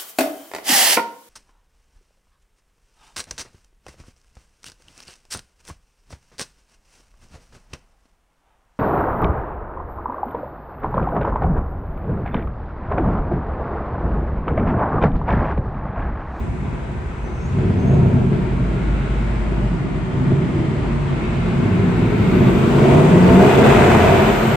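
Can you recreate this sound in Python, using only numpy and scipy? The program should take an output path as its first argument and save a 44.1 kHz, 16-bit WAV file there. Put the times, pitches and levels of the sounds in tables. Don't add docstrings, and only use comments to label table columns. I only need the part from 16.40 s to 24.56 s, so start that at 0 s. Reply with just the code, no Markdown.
import sys
import numpy as np
from scipy import signal
from scipy.fft import rfft, irfft
from scipy.io import wavfile
from scipy.ndimage import uniform_filter1d, minimum_filter1d

SR = 44100
rng = np.random.default_rng(int(sys.argv[2]) if len(sys.argv) > 2 else 0)


def generate_wav(signal):
    frames = np.transpose(np.atleast_2d(signal))
    scaled = np.clip(frames, -1, 1) * 32767
    pcm = np.round(scaled).astype(np.int16)
    wavfile.write(sys.argv[1], SR, pcm)


N = 359856
TIME = np.arange(N) / SR
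BINS = np.fft.rfftfreq(N, 1 / SR)

# f/Hz, t60/s
GARAGE_T60 = [(60, 0.8), (250, 2.4), (1000, 2.4), (4000, 2.2), (12000, 0.1)]
# f/Hz, left-right correlation
CORRELATION = [(30, 1), (60, .98), (125, .88), (250, .85), (500, .52), (1000, .2), (2000, .17), (4000, .25),
               (6000, .05), (8000, -.3), (10000, -.35), (13000, .55)]
# f/Hz, left minus right/dB
BALANCE = [(60, -.5), (250, -.3), (500, 1), (1000, 1.8), (2000, 1.6), (4000, -.9), (8000, 0)]
# f/Hz, level/dB
RUMBLE_EQ = [(12, -6), (22, -2.5), (30, -2.5), (40, 5.5), (52, 17.5), (70, -8.5), (110, -19), (300, -54.5)]

# t/s, level/dB
HIGH_HISS_FADER = [(4.6, -82), (5.3, -70), (5.7, -64), (6.0, -56), (6.75, -57), (7.0, -49), (7.4, -48.5),
                   (7.8, -48), (8.16, -47)]
# f/Hz, level/dB
HIGH_HISS_EQ = [(9000, -21), (11000, -24), (12000, 6.5), (14000, -0.5), (15500, -4)]
# t/s, level/dB
SCRUB_FADER = [(2.1, -55), (2.6, -42.5), (3.05, -49), (3.4, -66), (4.5, -55), (4.85, -38.5), (5.3, -43.5),
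               (5.8, -35.5), (6.5, -51), (6.8, -65)]
# f/Hz, width/Hz, level/dB
SCRUB_BANDS = [(1370, 135, 1.5), (2180, 260, -1), (2580, 460, -5), (3700, 600, -15)]
# t/s, f/Hz, level before trim/dB
SQUEAL_GLIDES = [
    [(.76, 6050, -72), (.92, 6130, -63), (1.0, 6300, -61), (1.06, 6530, -53), (1.1, 6900, -73),
     (1.18, 7050, -66), (1.26, 7400, -72)],
    [(.95, 5450, -71), (1.03, 5500, -65), (1.09, 5620, -66), (1.15, 5620, -73)],
    [(1.37, 6150, -70), (1.42, 6280, -58), (1.47, 6470, -56), (1.54, 6620, -61), (1.6, 6700, -72)],
]

# t/s, cycle rate/Hz
CYCLE_RATE = [(0, 12.2), (1.0, 12.5), (1.15, 16.4), (1.7, 16.0), (2.55, 16.8), (3.05, 17), (3.55, 16.1),
              (4.05, 17.4), (4.7, 17.7), (5.3, 20.3), (5.7, 22.5), (6.05, 25.4), (6.35, 27), (6.62, 31.3),
              (6.9, 36.6), (7.15, 42.6), (7.38, 45.4), (7.7, 43.4), (8.16, 44)]
# t/s, load/dB (weighted per layer)
ENGINE_LOAD = [(0, 2.5), (.25, 1.5), (.6, -3), (.98, -2.5), (1.08, 1), (1.16, 10.5), (1.36, 10.5),
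               (1.52, 13.5), (1.78, 13), (1.92, 10), (2.7, 2), (3.25, 5), (3.55, 3.5), (3.7, 3.5), (3.8, 8),
               (3.93, 10.5), (4.22, 8), (4.65, 3), (5.25, 9.5), (5.75, 10.5), (6.3, 10), (6.55, 12),
               (7.0, 11), (7.6, 9), (8.16, 3)]
# t/s, nearness 0-1, lift/dB (weighted per layer)
CAR_PATH = [(0, 0, 1), (2.1, 0.13, 2), (2.7, 0, 4.5), (3.5, 0, 2.5), (4.7, 0.01, 5), (5.7, 0.05, 6.5),
            (6.55, 0.25, 15), (6.85, 0.1, 14), (7.02, 0.14, 17.5), (7.25, 0.33, 20), (7.5, 0.2, 19.5),
            (7.8, 0.3, 18), (8.16, 0, 15.5)]
# t/s, raggedness 0-1
RAGGEDNESS = [(0, 0.65), (1.0, 0.52), (1.45, 0.79), (1.9, 0.82), (2.4, 0.34), (3.3, 0.29), (3.9, 0.63),
              (5.2, .4), (6.2, 0.51), (7.0, 0.81), (8.16, 0.8)]
# level/dB, lag/cycles
FIRING_PATTERN = [(1, 0.00043), (-12.5, .035), (-1, .012), (-9.5, .055), (-5, .02), (-2.5, .046),
                  (-10, 0.0056), (-1, .03)]

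# f/Hz, level/dB
HISS_FAR_EQ = [(3800, -18), (4600, -4.5), (5800, 1), (7400, 4.5), (8600, 4), (10000, -17), (13000, -51),
               (16000, -14.5)]
HISS_NEAR_EQ = [(3800, -14), (4600, 1), (6200, -2), (8000, 0), (9200, -3), (13500, -6.5), (15600, -10)]
RASP_FAR_EQ = [(700, -20), (810, -2), (920, -3), (1080, -3), (1250, -4), (1440, -4), (1700, -7), (2050, -7),
               (2400, -9.5), (2900, -13), (3700, -18.5), (4400, -23), (5000, -24.5)]
RASP_NEAR_EQ = [(700, -18.5), (810, -4), (950, 5), (1100, -1), (1300, -7), (1500, -1.5), (1750, -18.5),
                (2100, -11.5), (2450, 1.5), (2900, -6), (3700, -11.5), (4400, -28.5), (5000, -42)]
BARK_FAR_EQ = [(470, 1.5), (540, -4), (605, 2), (685, 0), (770, -5), (850, -9), (915, -2.5), (980, -9)]
BARK_NEAR_EQ = [(470, -18.5), (555, -21), (620, 3.5), (680, 12.5), (750, 2), (800, -10), (900, -6)]
BURBLE_FAR_EQ = [(130, -17.5), (155, 0.5), (185, -2.5), (220, -2.5), (255, -4.5), (298, -10), (335, -6),
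                 (385, -4.5), (430, -15), (490, -32.5), (540, -36)]
BURBLE_NEAR_EQ = [(130, -12), (155, -20), (185, -10.5), (220, 0.5), (255, -4.5), (298, -11.5), (335, -3),
                  (380, 10), (430, 9.5), (490, -6.5), (540, -33.5)]
# f/Hz, level/dB
THROB_EQ = [(45, -4), (60, -6.5), (80, 1.5), (105, 2.5), (140, 7.5), (160, -17.5)]

# t/s, length/s, level/dB, f/Hz
HALL_BOOMS = [(0.65, .5, -32, 62), (1.06, .4, -22, 98), (1.06, .26, -23.5, 133), (1.1, .26, -26, 168),
              (1.5, .25, -25, 368), (1.84, .32, -28, 365), (1.36, .4, -22.5, 75), (1.4, .55, -17.5, 129),
              (1.42, .42, -21, 163), (1.45, .47, -21.5, 99), (1.62, 2.05, -20, 50.6), (1.9, .35, -24, 133),
              (2.38, .52, -23.5, 135), (2.85, .5, -31, 204), (3.05, .4, -27, 152), (3.12, .48, -25, 131),
              (3.7, .26, -28, 50), (3.74, .34, -21.5, 134), (3.95, .4, -30, 325), (4.0, .36, -26, 226),
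              (4.05, .3, -23, 140), (4.33, .38, -25, 50.5), (4.45, .36, -25, 141), (4.7, .6, -28, 51.5),
              (4.92, .46, -23.5, 170), (5.08, .44, -22, 101), (5.26, .4, -22, 177), (5.48, .3, -22, 172),
              (5.5, .34, -23, 111), (5.76, .52, -19, 184), (5.92, .34, -25, 358), (5.9, .46, -21.5, 129),
              (6.05, .45, -29, 53), (6.26, .28, -20.5, 138), (6.36, .36, -22, 261), (6.42, .46, -15, 156),
              (6.45, .28, -20, 383), (6.45, .26, -24, 90), (6.6, .52, -13, 183), (6.75, .35, -26, 75),
              (6.9, .34, -21.5, 408), (7.02, .32, -17, 213), (7.08, .42, -17, 135), (7.23, .34, -22, 229),
              (7.38, .34, -21.5, 351), (7.3, .62, -19.5, 87), (7.58, .4, -20.5, 216), (7.6, .32, -24, 370),
              (7.78, .32, -27, 45), (7.92, .4, -23, 226), (7.94, .34, -26, 132)]
# t/s, dry peak/dB
THUD_HITS = [(1.181, -23.5), (1.264, -16.5), (1.503, -16), (1.617, -12.5), (1.71, -11), (2.085, -17),
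             (2.207, -9.5), (2.325, -22), (2.415, -23.5), (3.123, -12), (3.183, -13.5), (3.244, -22.5),
             (3.318, -12), (3.449, -14.5), (3.922, -5), (4.204, -14.5), (4.432, -13.5), (4.673, -26),
             (5.262, -11), (5.4, -10.5), (5.601, -17), (5.624, -10), (5.723, -13), (5.813, -9.5),
             (6.011, -5.5), (6.408, -7), (6.564, -15.5), (6.76, -5.5), (6.911, -10)]
# f/Hz, relative level/dB, t60/s
PIPE_MODES = [(133.3, 6, 0.032), (216, -6, 0.025), (346, -2.5, 0.037), (644, -12.5, 0.033)]
# t/s, dry level/dB
BLAT_FADER = [(6.75, -60), (6.98, -27), (7.15, -25), (7.25, -21), (7.37, -25), (7.51, -21), (7.7, -27),
              (7.95, -38), (8.16, -60)]
# f/Hz, level/dB
BLAT_EQ = [(520, 2.5), (680, 5), (1000, 3), (1400, -3), (2000, -3), (2600, -15.5)]

LOW_ORDERS = (2, 3, 4, 5, 6, 8)
LOW_ORDER_DB = (-18, -18, -14.5, -3, -8, -4)
# f/Hz, level/dB
LOW_ORDER_EQ = [(30, -15.5), (51, -2), (63, -1), (75, 4), (82, -6), (98, -6.5), (112, -7.5), (134, -5.5),
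                (152, -8.5), (185, 1.5), (215, -1), (260, -13), (370, -10)]
HIGH_ORDERS = (7, 9, 10, 11, 12, 13, 15, 16, 18)
# f/Hz, level/dB
HIGH_ORDER_EQ = [(130, -16.5), (150, -6.5), (175, 1.5), (205, -6.5), (228, -0.5), (260, -5.5), (298, -13.5),
                 (335, -9.5), (385, -4.5), (430, -6), (490, -10), (550, -23), (670, -3.5), (790, -18)]


def gain_of(db):
    return 10 ** (np.asarray(db) / 20)


def unit_rms(x):
    return x / np.sqrt(np.mean(x ** 2) + 1e-20)


def levelled(x, seconds):
    window = np.hanning(max(int(seconds * SR), 9))
    energy = signal.fftconvolve((x ** 2).mean(0), window, "same")
    power = energy / signal.fftconvolve(np.ones(N), window, "same")
    return x / np.sqrt(abs(power) + 1e-20)


def value_at(points, hz):
    f, value = np.transpose(points)
    return np.interp(np.log(hz + 1), np.log(f + 1), value)


def curves(rows):
    times, *columns = np.transpose(rows)
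    return [np.interp(TIME, times, column) for column in columns]


def wander(hz, step=8):
    coarse = TIME[::step]
    spectrum = rfft(rng.standard_normal(len(coarse)))
    lowpass = np.exp(-(BINS[:len(spectrum)] / hz) ** 2)
    return np.interp(TIME, coarse, unit_rms(irfft(spectrum * lowpass, len(coarse))))


def equalised(x, eq):
    outside = np.maximum(np.maximum(eq[0][0] / (BINS + 1), BINS / eq[-1][0]), 1)
    return unit_rms(irfft(rfft(x) * gain_of(value_at(eq, BINS)) / outside ** 8, N))


def distance_eq(x, far, near):
    nearness = curves(CAR_PATH)[0]
    return levelled((1 - nearness) * equalised(x, far) + nearness * equalised(x, near), seconds=0.96)


def fader(idle_db, per_load, per_approach):
    return gain_of(idle_db + per_load * curves(ENGINE_LOAD)[0] + per_approach * curves(CAR_PATH)[1])


def stereo(mid_side):
    mid, side = rfft(mid_side)
    alike = value_at(CORRELATION, BINS)
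    mid, side = mid * np.sqrt(1 + alike), side * np.sqrt(1 - alike)
    lean = gain_of(value_at(BALANCE, BINS) / 2)
    return irfft(np.array([(mid + side) * lean, (mid - side) / lean]), N)


def garage(x, direct, places=12):
    hz, t = np.fft.rfftfreq(512, 1 / SR)[:, None], np.arange(0, 1.5, 256 / SR)
    noise = rng.standard_normal((places, 2, len(hz), 2 * len(t))).view(complex)
    tails = signal.istft(noise * gain_of(-60 * t / value_at(GARAGE_T60, hz)), SR, nperseg=512)[1]
    running = np.pad(x, (SR, 0), "reflect")
    place = np.linspace(0, places - 1, N + SR)
    wet = np.zeros((2, N + SR + tails.shape[-1]))
    for k, tail in enumerate(tails):
        here = np.flatnonzero(abs(place - k) < 1)
        send = running[here] * np.cos(np.pi / 2 * (place[here] - k))
        echo = signal.fftconvolve(send[None], tail, axes=1)
        wet[:, here[0]:here[0] + echo.shape[1]] += echo
    centre = direct * unit_rms(x) * np.array([[1], [0]])
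    return stereo(unit_rms(wet[:, SR:SR + N]) + centre)


def with_reverb(x, wet, places):
    return x + wet * np.std(x) * unit_rms(garage(x, direct=0, places=places))


def building_rumble(level_db=-31.5):
    return gain_of(level_db) * equalised(rng.standard_normal(N), RUMBLE_EQ)


def high_hiss():
    hiss = equalised(stereo(rng.standard_normal((2, N))), HIGH_HISS_EQ)
    return gain_of(curves(HIGH_HISS_FADER)[0]) * hiss


def tyre_scrub(chatter_db=1.3, chatter_hz=9.0):
    rings = np.zeros((2, N))
    for hz, width, db in SCRUB_BANDS:
        flare = gain_of(db + chatter_db * wander(chatter_hz))
        noise = rfft(rng.standard_normal((2, N)))
        rings += flare * irfft(noise / (1 + (2 * (BINS - hz) / width) ** 2), N)
    return gain_of(curves(SCRUB_FADER)[0]) * unit_rms(stereo(rings))


def tyre_squeal(glide, waver_hz=45, chatter_db=2.5, scratch_hz=260, scratch_db=-3, trim_db=-0.5):
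    hz, db = curves(glide)
    gate = uniform_filter1d(1. * (TIME > glide[0][0]) * (TIME < glide[-1][0]), size=600)
    phase = 2 * np.pi * np.cumsum(hz + waver_hz * wander(180)) / SR
    scratch = wander(scratch_hz) * np.sin(phase) + wander(scratch_hz) * np.cos(phase)
    ring = np.sin(phase) + gain_of(scratch_db) * scratch
    return gate * gain_of(db + trim_db + chatter_db * wander(60)) * ring


def standing_waves(flutter_db=1.36, spread_per_hz=0.0015, pitch_pull=0.26, sharpness=1.1):
    rate, out = curves(CYCLE_RATE)[0], np.zeros((2, N))
    flutter = gain_of(flutter_db * wander(27))
    for start, length, db, hz in HALL_BOOMS:
        offset, side = rng.uniform(-1, 1, 2)
        on = (TIME > start) & (TIME < start + length)
        pitch = hz * (rate[on] / rate[on].mean()) ** pitch_pull
        spread = spread_per_hz * hz * side * np.array([[1], [-1]])
        phase = np.pi * (2 * np.cumsum(pitch) / SR + offset) + spread
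        swell = abs(np.sin(np.pi * (TIME[on] - start) / length)) ** sharpness
        out[:, on] += np.sqrt(2) * gain_of(db) * swell * flutter[on] * np.cos(phase)
    return out


def firings(cycles, uneven_db=9.5, jitter_cycles=.016):
    number = np.floor(cycles * len(FIRING_PATTERN)).astype(int)
    at = np.flatnonzero(np.diff(number))
    db, lag = np.array(FIRING_PATTERN)[number[at] % len(FIRING_PATTERN)].T
    strength, late = np.clip(rng.standard_normal((len(at), 2)), -2, 2).T * curves(RAGGEDNESS)[0][at]
    onsets = at + np.round((lag + late * jitter_cycles) / np.diff(cycles)[at]).astype(int)
    pulses = np.bincount(abs(onsets), gain_of(db + uneven_db * strength), N)[:N]
    return pulses - uniform_filter1d(pulses, size=4001)


def gas_puffs(pulses, puff_s=0.0014, leak=0.047):
    puffs = signal.lfilter([1], [1, -np.exp(-1 / (puff_s * SR))], np.maximum(pulses, 0))
    return unit_rms((unit_rms(puffs) + leak) * rng.standard_normal(N))


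def dulled_at_idle(x, shelf_hz=1960, idle_loss=0.6, idle_rate_hz=9.6, bright_rate_hz=20):
    idling = np.interp(curves(CYCLE_RATE)[0], [idle_rate_hz, bright_rate_hz], [1, 0])
    treble = irfft(rfft(x) * (1 - np.exp(-(BINS / shelf_hz) ** 2)), N)
    return x - idle_loss * idling * treble


def rasp_and_hiss(pulses, crack=0.53, direct_far=0.2, direct_near=0.75, surge_db=2.2):
    nearness = curves(CAR_PATH)[0]
    direct = direct_far + (direct_near - direct_far) * nearness
    jets = np.maximum(pulses, 0) ** 0.6
    hall = garage(gas_puffs(jets) + crack * unit_rms(jets), direct)
    rasp = dulled_at_idle(distance_eq(hall, RASP_FAR_EQ, RASP_NEAR_EQ))
    hiss = distance_eq(stereo(rng.standard_normal((2, N))), HISS_FAR_EQ, HISS_NEAR_EQ)
    surges = gain_of(surge_db * nearness * wander(35))
    return (fader(idle_db=-38.5, per_load=0.11, per_approach=0.88) * surges * rasp
            + fader(idle_db=-60.5, per_load=0.16, per_approach=1.124) * hiss)


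def tailpipe_blat(pulses, grit=0.8):
    crack = equalised(unit_rms(pulses) + grit * gas_puffs(pulses), BLAT_EQ)
    blat = gain_of(curves(BLAT_FADER)[0]) * levelled(crack[None], seconds=0.08)[0]
    return with_reverb(blat, wet=0.9, places=2)


def pipe_thuds(rise_s=0.0078, detune=0.048):
    t, out = np.arange(SR // 8) / SR, np.zeros(N + SR)
    attack = np.minimum(t / rise_s, 1) ** 2
    for hit_s, peak_db in THUD_HITS:
        tunings = 1 + detune * rng.uniform(-1, 1, len(PIPE_MODES))
        ring = attack * sum(gain_of(db - 60 * t / t60) * np.sin(2 * np.pi * hz * tuning * (t - rise_s))
                            for (hz, db, t60), tuning in zip(PIPE_MODES, tunings))
        at = round((hit_s - rise_s) * SR)
        out[at:at + len(t)] += gain_of(peak_db) * ring / abs(ring).max()
    return with_reverb(out[:N], wet=1.0, places=8)


def order_tone(cycles, order, sway_rad, flutter_db):
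    stray = sway_rad * (wander(7.9) + wander(4.0) * np.array([[1], [-1]]))
    phase = order * (2 * np.pi * cycles + stray) + 2 * np.pi * rng.random()
    return np.sqrt(2) * gain_of(flutter_db * order * wander(7.0)) * np.cos(phase)


def exhaust_notes(cycles):
    rate = curves(CYCLE_RATE)[0]
    tones = sum(gain_of(value_at(HIGH_ORDER_EQ, order * rate))
                * order_tone(cycles, order, sway_rad=0.03, flutter_db=0.3) for order in HIGH_ORDERS)
    return fader(idle_db=-42.0, per_load=0.8, per_approach=0.63) * tones


def exhaust_boom(cycles):
    rate = curves(CYCLE_RATE)[0]
    tones = sum(gain_of(db + value_at(LOW_ORDER_EQ, order * rate))
                * order_tone(cycles, order, sway_rad=0.022, flutter_db=0.6)
                for order, db in zip(LOW_ORDERS, LOW_ORDER_DB))
    return fader(idle_db=-30.5, per_load=0.56, per_approach=0.52) * tones


def notch_low_orders(x, cycles):
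    window = signal.windows.hann(SR // 5)[None]
    for order in LOW_ORDERS:
        carrier = np.exp(2j * np.pi * order * cycles)
        envelope = signal.oaconvolve(x / carrier, window / window.sum(), "same", axes=1)
        x = x - 2 * (carrier * envelope).real
    return x


def exhaust_roar(pulses, cycles, grit=0.81, direct_far=0.45, direct_near=0.99, bark_above_db=10):
    drive = unit_rms(pulses) + grit * curves(RAGGEDNESS)[0] * gas_puffs(pulses)
    direct = direct_far + (direct_near - direct_far) * curves(CAR_PATH)[0]
    hall = notch_low_orders(garage(drive, direct), cycles)
    throb = levelled(equalised(hall, THROB_EQ), seconds=0.78)
    burble = distance_eq(hall, BURBLE_FAR_EQ, BURBLE_NEAR_EQ)
    bark = distance_eq(hall, BARK_FAR_EQ, BARK_NEAR_EQ)
    opening = gain_of(2 * np.maximum(curves(ENGINE_LOAD)[0] - bark_above_db, 0))
    return (fader(idle_db=-32.0, per_load=0.7, per_approach=0.27) * throb
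            + fader(idle_db=-34.0, per_load=0.88, per_approach=0.55) * burble
            + fader(idle_db=-41.5, per_load=0.19, per_approach=1.09) * bark * opening)


def scene():
    cycles = np.cumsum(curves(CYCLE_RATE)[0]) / SR
    pulses = firings(cycles)
    engine = exhaust_boom(cycles) + exhaust_notes(cycles) + exhaust_roar(pulses, cycles)
    texture = rasp_and_hiss(pulses) + tailpipe_blat(pulses) + standing_waves() + pipe_thuds()
    bed = building_rumble()
    squeals = with_reverb(sum(tyre_squeal(glide) for glide in SQUEAL_GLIDES), wet=0.73, places=2)
    return engine + texture + bed + squeals + tyre_scrub() + high_hiss()


def record(dry, ceiling=1.0, high_cut_hz=15600):
    peak_gain = np.minimum(1, ceiling / (abs(dry).max(0) + 1e-9))
    limited = dry * uniform_filter1d(minimum_filter1d(peak_gain, size=301), size=301)
    faded = limited * signal.windows.tukey(N, .001)
    high_cut = signal.firwin(511, high_cut_hz, window=("kaiser", 9), fs=SR)
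    return signal.oaconvolve(faded, high_cut[None], "same")


dry = scene()
out = record(dry)
generate_wav(out)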